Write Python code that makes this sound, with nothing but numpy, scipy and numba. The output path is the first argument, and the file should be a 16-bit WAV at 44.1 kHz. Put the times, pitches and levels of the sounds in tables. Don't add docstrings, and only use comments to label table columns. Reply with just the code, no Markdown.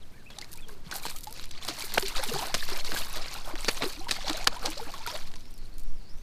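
import sys
import numpy as np
from scipy import signal
from scipy.fft import rfft, irfft
from scipy.io import wavfile
from scipy.ndimage import uniform_filter1d
from numba import njit

SR = 44100
rng = np.random.default_rng(int(sys.argv[2]) if len(sys.argv) > 2 else 0)


def generate_wav(signal):
    frames = np.transpose(np.atleast_2d(signal))
    scaled = np.clip(frames, -1, 1) * 32767
    pcm = np.round(scaled).astype(np.int16)
    wavfile.write(sys.argv[1], SR, pcm)


def elevation(decibels):
    levels = np.asarray(decibels, float)
    return 10 ** (levels / 20)


N = 274302
TIME = np.arange(N) / SR

# (time [s], level [dB])
WIND = [(0.0, -36.5), (0.1, -37), (0.43, -44.5), (0.57, -33.5), (1.02, -38), (1.19, -30), (1.28, -37.5),
        (1.52, -31.5), (1.71, -43), (2.18, -19), (2.23, -30), (3.15, -25.5), (3.34, -28), (4.54, -26.5),
        (5.01, -35.5), (5.99, -21), (6.03, -32.5), (6.22, -25)]
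# (frequency [Hz], relative density [dB per Hz])
RUMBLE = [(3, -1), (6, 7.5), (16, -6), (30, -19), (50, -31), (90, -49)]
# (frequency [Hz], relative density [dB per Hz])
LAKE = [(30, -14.5), (60, 1.5), (120, -4), (250, -8.5), (500, -16.5), (1000, -22.5), (2500, -27),
        (5000, -30.5), (8000, -35.5), (13000, -42.5), (16000, -40)]
LAKE_DB = -53.5

# (start [s], length [s], first pitch [Hz], last pitch [Hz], relative level [dB])
NOTES = [(.014, 0.024, 4180, 3060, -60.5), (.12, .065, 2000, 2150, -69), (.135, 0.092, 1500, 1490, -67),
         (.259, 0.036, 2310, 2400, -57.5), (.309, 0.028, 3410, 3280, -55), (.483, 0.062, 1540, 1570, -70),
         (.578, 0.03, 2110, 2430, -57.5), (.62, 0.034, 3560, 3180, -57), (.662, 0.12, 453, 378, -59.5)]
# (start [s], length [s], first pitch [Hz], last pitch [Hz], relative level [dB])
WHEEZE = [(5.41, 0.087, 5100, 5440, -62), (5.53, 0.072, 5900, 4180, -61), (5.59, 0.099, 4300, 4480, -64),
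          (5.72, 0.055, 4300, 4400, -62), (5.83, .11, 5200, 6100, -65), (5.94, 0.09, 5940, 3900, -61),
          (6.0, .05, 4730, 4340, -65), (6.05, 0.077, 4240, 5440, -58), (6.1, 0.13, 5430, 6300, -64)]
ARCH_HZ = 300
BANK_ECHO_S, BANK_ECHO_DB = .045, -14

# (start [s], length [s], relative spray level [dB], gurgle re spray [dB], mist re spray [dB])
THRASHES = [(0.295, .07, -61, 2, -12), (0.382, 0.08, -61, 2, -4), (0.494, 0.045, -61, -2, 0),
            (0.656, 0.063, -62, 5, -1), (0.826, 0.11, -60.5, 4.5, -3), (0.9, 0.073, -50.5, 6, 3),
            (1.008, 0.098, -48.5, -6.5, 3.5), (1.103, 0.037, -65, -13, -3), (1.233, 0.11, -61.5, 0, 0.5),
            (1.32, 0.12, -51.5, -16, -13), (1.506, 0.12, -56, 0, -23), (1.602, 0.15, -46, -0.5, -9),
            (1.76, 0.089, -45.5, -3, -1.5), (1.925, 0.18, -46, 1.5, -1), (2.135, 0.33, -40.5, 2.5, -6.5),
            (2.523, .12, -41.5, -11, -7), (2.68, 0.11, -43.5, -0.5, -7), (2.84, 0.22, -44.5, 0.5, -4),
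            (3.093, 0.14, -44.5, 3, -13), (3.241, .14, -45.5, 0.5, -8.5), (3.414, 0.064, -50, 8, -4),
            (3.555, 0.36, -46.5, -5.5, -4.5), (3.786, 0.059, -44.5, 5, -6.5), (3.936, 0.12, -54, 4.5, -9),
            (4.08, 0.23, -43, -5, -16.5), (4.24, 0.16, -44, 2, -11), (4.476, 0.19, -49, 4.5, -12),
            (4.598, 0.088, -41.5, 4.5, -11), (4.738, 0.16, -49, -4, -8.5), (4.906, 0.15, -47.5, -6, -11.5),
            (5.055, 0.1, -43.5, -2.5, -9), (5.297, 0.16, -66.5, -11, -1)]
SURGE_S, SETTLE_DB_PER_S = 0.034, 113
STILL_DB = -70
GURGLE_HZ, GURGLE_WANDER_OCT = 780, 0.231

# (time [s], relative level [dB], body re level [dB], nominal t60 [s])
SLAPS = [(0.3004, -37.5, -7.5, 0.018), (0.386, -19.5, -22, 0.0069), (0.4107, -23, -23, 0.018),
         (0.444, -29, -27, 0.0079), (0.912, -21, -17, .026), (1.052, -26.5, -5, 0.028),
         (1.071, -27, -19, 0.013), (1.271, -27.5, -28, 0.0091), (1.371, -24.5, -15.5, 0.059),
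         (1.439, -25, -29, 0.016), (1.5099, -24, -24, 0.015), (1.6482, -19.5, -26, 0.012),
         (1.6795, -13.5, -14.5, 0.047), (1.9168, -23.5, -13, 0.055), (1.939, -21, -13, 0.056),
         (1.9784, -14, 0, 0.008), (2.0244, -20, -16, .015), (2.083, -26, -20, 0.023),
         (2.188, -29, -18, 0.038), (2.2924, -22, -15, 0.018), (2.5406, -7.5, -15.5, .033),
         (2.6294, -29, -7, 0.0097), (2.6774, -23.5, -9.5, 0.075), (2.845, -22.5, -16, 0.017),
         (2.917, -21, -5, 0.035), (2.9453, -23, -7.5, 0.016), (2.9686, -18, -19, 0.062),
         (3.155, -20.5, -14.5, 0.057), (3.256, -34, 0, 0.023), (3.554, -23.5, -11.5, 0.019),
         (3.6451, -17, -11, 0.009), (3.682, -9.5, -10.5, 0.024), (3.7715, -26.5, -6, 0.022),
         (3.821, -21, -1, 0.018), (3.833, -24.5, -4.5, 0.022), (3.8975, -28.5, -14, 0.013),
         (4.0827, -20.5, -11.5, 0.036), (4.1093, -9, -18.5, 0.016), (4.136, -26, -35, 0.038),
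         (4.278, -24, -12, 0.046), (4.2953, -16, -10, 0.015), (4.3292, -18, -23, 0.015),
         (4.443, -18.5, -16.5, 0.021), (4.4723, 0, -13, 0.0062), (4.593, -29, -24, 0.015),
         (4.652, -11.5, -15.5, 0.042), (4.776, -23, -16, 0.023), (4.941, -35.5, -3, .025),
         (4.979, -31.5, -27, 0.019), (5.0726, -19, -10, 0.011), (5.15, -27.5, -6, 0.036),
         (5.225, -37, -17, 0.018), (5.315, -38, -11, 0.012), (5.3383, -30.5, -13.5, 0.0075),
         (5.3554, -28, -29, 0.015), (5.406, -38, -30, 0.016), (5.453, -42, -15, 0.019)]
THUMP_DB = -6
SLAP_FIZZ_DB = -21

# (time [s], relative level [dB], first pitch [Hz], t60 [ms], initial climb [oct/s])
BUBBLES = [(.382, -38, 780, 48, 7), (.424, -34.5, 1990, 38, 19), (.549, -49, 940, 50, -1),
           (.692, -38.5, 1560, 26, 2), (0.866, -27.5, 158, 40, 4), (0.924, -30, 1470, 22, 4),
           (1.053, -25.5, 907, 23, 5), (1.16, -49, 1250, 76, 6), (1.27, -34.5, 830, 92, 3.5),
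           (1.649, -37.5, 720, 41, 7), (1.692, -23, 308, 32, 2), (1.71, -42.5, 685, 120, 2.5),
           (1.779, -35, 607, 43, 6), (1.838, -26, 390, 25, 6), (1.974, -10.5, 753, 20, 24),
           (1.977, -7, 1470, 12, 33), (2.028, -30.5, 388, 137, .5), (2.153, -23.5, 1290, 23, 4),
           (2.192, -28, 536, 63, -2), (2.231, -27.5, 827, 44, 7), (2.264, -33, 414, 65, -1),
           (2.285, -32.5, 233, 98, 0), (2.315, -24.5, 447, 59, 5), (2.331, -31, 142, 160, 0),
           (2.344, -28.5, 367, 134, 6), (2.36, -20, 790, 20, 7), (2.39, -31, 880, 54, 3),
           (2.429, -35, 775, 47, 0), (2.542, -29, 683, 47, 9), (2.626, -23, 1730, 18, 8),
           (2.719, -31.5, 377, 62, 0), (2.891, -27, 420, 32, 10), (2.92, -36, 311, 110, 0),
           (2.962, -27, 1575, 45, 7.5), (3.006, -36, 605, 44, 16), (3.131, -40, 1085, 74, 1.5),
           (3.16, -41, 620, 110, 1), (3.19, -40, 656, 37, 3), (3.351, -27, 1340, 15, 10),
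           (3.536, -23, 315, 39, 7), (3.68, -28, 368, 46, 4), (3.809, -30, 636, 52, 2),
           (3.827, -23, 276, 66, 7.5), (3.84, -19.5, 482, 28, -4), (3.859, -22.5, 356, 64, 6),
           (3.969, -42, 259, 190, 13), (4.009, -44.5, 750, 178, 3), (4.069, -35.5, 925, 62, 4),
           (4.244, -31, 560, 38, 4), (4.264, -35, 784, 75, 1), (4.296, -25, 304, 92, 3),
           (4.345, -36, 610, 55, 5), (4.406, -35, 680, 68, 15), (4.47, -10, 1570, 12.5, 9),
           (4.519, -37.5, 552, 90, 10.5), (4.561, -35, 910, 68, 9), (4.642, -31, 466, 83, 6),
           (4.679, -30.5, 298, 110, 3.5), (4.68, -27, 846, 34, 4), (4.769, -35, 523, 110, 14.5),
           (4.797, -27, 784, 35, 30), (4.81, -35.5, 457, 120, 1), (4.866, -37, 293, 61, -2),
           (4.938, -33.5, 1096, 51, 0), (5.004, -41, 880, 83, 1.5), (5.062, -26, 1370, 24, 3),
           (5.075, -32, 927, 70, 4), (5.14, -35.5, 563, 91, 12), (5.36, -46, 1020, 61, 0)]
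PINCH_CYCLES, PINCH_LOSS_DB = 1.5, 3.5

# (time [s], relative level [dB])
TICKS = [(.517, -27.5), (.5293, -26), (0.5367, -27), (0.557, -32), (.5736, -30.5), (0.6841, -32.5),
         (.9413, -28), (1.059, -21), (1.162, -25), (1.1856, -29), (1.2072, -26), (1.233, -31),
         (1.238, -25.5), (1.308, -30), (1.3255, -26), (1.34, -33), (1.4552, -29), (1.805, -24),
         (1.8222, -19), (1.939, -13), (1.997, -16.5), (2.009, -19), (2.0818, -15.5), (2.16, -32),
         (2.237, -11.5), (2.3353, -17.5), (2.7, -22), (3.057, -29), (3.096, -29), (3.339, -24.5),
         (4.372, -24), (4.4693, -23), (4.655, -31.5), (5.0637, -21), (5.5072, -37), (5.5383, -37),
         (5.578, -39), (5.7823, -30), (5.7954, -32.5), (5.8343, -37)]

# (frequency [Hz], width [Hz], gain [dB])
MICROPHONE = [(4300, 996, 9), (12960, 230, 6.5)]
TOP_HZ = 15200


def unit(x):
    return x / np.sqrt(np.mean(x ** 2))


def coloured(points):
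    points_hz, points_db = np.transpose(points)
    f_hz = np.arange(N // 2 + 1) * SR / N + .1
    gain = elevation(np.interp(np.log(f_hz), np.log(points_hz), points_db, left=-90, right=-90))
    return unit(irfft(rfft(rng.standard_normal(N)) * gain, N))


def band(x, lo_hz, hi_hz):
    return signal.sosfilt(signal.butter(2, [lo_hz, hi_hz], "bandpass", fs=SR, output="sos"), x)


def noise_band(lo_hz, hi_hz):
    return unit(band(rng.standard_normal(N), lo_hz, hi_hz))


def walk(rate_hz):
    hold = int(SR / rate_hz)
    held = np.repeat(rng.standard_normal(N // hold + 1), hold)
    return unit(uniform_filter1d(uniform_filter1d(held, hold), hold)[:N])


@njit
def ring(start, size, hz, t60_s, rise_oct_per_s, n, sr):
    out = np.zeros(n)
    for e in range(len(start)):
        z = size[e] + 0j
        fade = 1000 ** (-1 / (t60_s[e] * sr))
        step = 2 * np.pi * hz[e] / sr
        turn = fade * np.exp(1j * step)
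        glide = np.exp(1j * step * rise_oct_per_s[e] * np.log(2) / sr)
        for i in range(start[e], min(n, start[e] + int(t60_s[e] * sr))):
            out[i] += z.imag
            z *= turn
            turn *= glide
    return out


def grains(db, lo_hz, hi_hz, cycles, spread_db, rise_oct, count):
    when, pitch, length, big = rng.random((count, 4)).T
    start = (when * (N - 1)).astype(np.int64)
    lo, hi = (np.broadcast_to(edge, N)[start] for edge in (lo_hz, hi_hz))
    hz = lo * (hi / lo) ** pitch
    t60_s = cycles * (0.5 + 2.46 * length ** 2) / hz
    size = elevation(-spread_db * np.log(1 - .99 * big))
    power = np.sum(size ** 2 * t60_s) / (4 * np.log(1000)) / TIME[-1]
    return ring(start, size * elevation(db[start]) / np.sqrt(power), hz, t60_s, rise_oct / t60_s, N, 1. * SR)


def wind():
    return elevation(np.interp(TIME, *np.transpose(WIND))) * coloured(RUMBLE)


def lake_hiss():
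    return elevation(LAKE_DB + 0.26 * walk(6.8)) * coloured(LAKE)


def whistle(rows, arch_hz, waver):
    out = np.zeros(N)
    for start_s, length_s, first_hz, last_hz, db in rows:
        a = int(start_s * SR)
        u = np.linspace(0, 1, int(length_s * SR))[:N - a]
        here = slice(a, a + len(u))
        bow = np.sin(np.pi * u)
        arch = arch_hz * bow * (first_hz > 1000) * (first_hz < 3000)
        pitch_hz = (first_hz + (last_hz - first_hz) * u + arch) * waver[here]
        out[here] += elevation(db) * bow ** 0.12 * np.sin(2 * np.pi * np.cumsum(pitch_hz) / SR)
    return out


def with_bank_echo(x):
    return x + elevation(BANK_ECHO_DB) * np.pad(x, (int(BANK_ECHO_S * SR), 0))[:N]


def bird_notes():
    return with_bank_echo(elevation(5.5 + 3.6 * walk(300)) * whistle(NOTES, ARCH_HZ, np.ones(N)))


def thrashing():
    power = np.full((3, N), elevation(2 * STILL_DB))
    for start_s, length_s, db, gurgle_db, mist_db in THRASHES:
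        surge = np.clip((TIME - start_s) / SURGE_S, 0, 1)
        settle = elevation(-SETTLE_DB_PER_S * np.maximum(TIME - start_s - length_s, 0))
        peaks = elevation(db + np.array([0, gurgle_db, mist_db]))
        power += np.outer(peaks, surge * settle) ** 2
    return 10 * np.log10(power)


def churn():
    spray, gurgle, mist = thrashing()
    centre_hz = GURGLE_HZ * 2 ** (GURGLE_WANDER_OCT * np.clip(walk(12), -2, 2))
    patter = walk(45)
    spray = spray + 1.16 * patter + 2.4 * walk(78)
    mist = mist + 0.61 * patter + 3.44 * walk(60)
    gurgle = gurgle + 3.14 * walk(22)

    rush = elevation(spray - 8) * noise_band(1100, 7500)
    rush += elevation(mist - 6) * noise_band(7000, 15500)
    rush += elevation(gurgle - 9) * noise_band(220, 1700)

    drops = grains(spray - 3, 2004, 7330, cycles=22.0, spread_db=2.57, rise_oct=0.23, count=4000)
    drops += grains(spray - 8, 900, 2665, cycles=26.0, spread_db=1.8, rise_oct=0.75, count=1200)
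    fizz = grains(mist - 3, 7600, 13000, cycles=12.0, spread_db=6.1, rise_oct=.1, count=5000)
    fizz += grains(mist - 6, 5000, 15000, cycles=2.3, spread_db=2.5, rise_oct=.05, count=1500)
    plops = grains(gurgle - 3, 0.75 * centre_hz, 2.3 * centre_hz, cycles=20.8, spread_db=2.2,
                   rise_oct=1.09, count=1600)
    return rush + drops + fizz + plops


def crack_noise():
    return noise_band(1900, 7530)


def fizz_noise():
    return noise_band(6500, 14200)


def add_burst(out, start_s, db, t60_s, noise):
    a = int(start_s * SR)
    t = TIME[:min(int(.1 * SR), N - a)]
    here = slice(a, a + len(t))
    u = t / max(t60_s, .003)
    swell = 1 - np.exp(-u / 0.14)
    fade = 1000. ** -u + 0.15 * 1000. ** (-u / 4)
    burst = swell * fade * noise[here]
    out[here] += elevation(db) * burst / np.max(np.abs(burst))


def slaps():
    ragged = elevation(5.7 * walk(1100))
    thump = ragged * noise_band(130, 460)
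    body = ragged * noise_band(380, 2330)
    crack = ragged * crack_noise()
    fizz = ragged * fizz_noise()
    out = np.zeros(N)
    for start_s, db, body_db, t60_s in SLAPS:
        add_burst(out, start_s, db - 7.5, t60_s, crack)
        add_burst(out, start_s, db + body_db + 6.0, t60_s, body)
        add_burst(out, start_s, db + body_db + THUMP_DB, 2 * t60_s, thump)
        add_burst(out, start_s, db + SLAP_FIZZ_DB, t60_s, fizz)
    return out


def bubbles():
    start_s, db, hz, t60_ms, rise = np.transpose(BUBBLES)
    start = (start_s * SR).astype(np.int64)
    t60_s = np.maximum(t60_ms, 5) / 1000
    pinch_s = 1 / (1 / t60_s + hz / (PINCH_CYCLES * np.log(1000)))
    tones = ring(start, elevation(db), hz, t60_s, rise, N, 1. * SR)
    tones -= ring(start, elevation(db), hz, pinch_s, rise, N, 1. * SR)
    return tones * elevation(PINCH_LOSS_DB + 3.13 * walk(150))


def droplets():
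    noise = elevation(5.7 * walk(1100)) * (fizz_noise() + 0.37 * crack_noise())
    out = np.zeros(N)
    for start_s, db in TICKS:
        add_burst(out, start_s, db - 6.0, .007, noise)
    return out


def wheezy_song():
    slurs = whistle(WHEEZE, 0, 1 + 0.0091 * walk(60))
    return with_bank_echo((0.34 + walk(900)) * slurs)


def microphone_housing(water):
    for hz, width_hz, db in MICROPHONE:
        peak = signal.lfilter(*signal.iirpeak(hz, hz / width_hz, fs=SR), water)
        water = water + (elevation(db) - 1) * peak
    return water


def scene():
    background = wind() + lake_hiss() + bird_notes()
    water = churn() + slaps() + bubbles() + droplets()
    return (background + microphone_housing(water) + wheezy_song())[None]


def top_cut(x):
    return signal.sosfilt(signal.butter(12, 16370, fs=SR, output="sos"), x)


def record(dry):
    top = signal.ellip(6, .5, 30, TOP_HZ, fs=SR, output="sos")
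    mix = np.clip(signal.sosfilt(top, dry), -1, 1)
    return top_cut(mix)


dry = scene()
out = record(dry)
generate_wav(out)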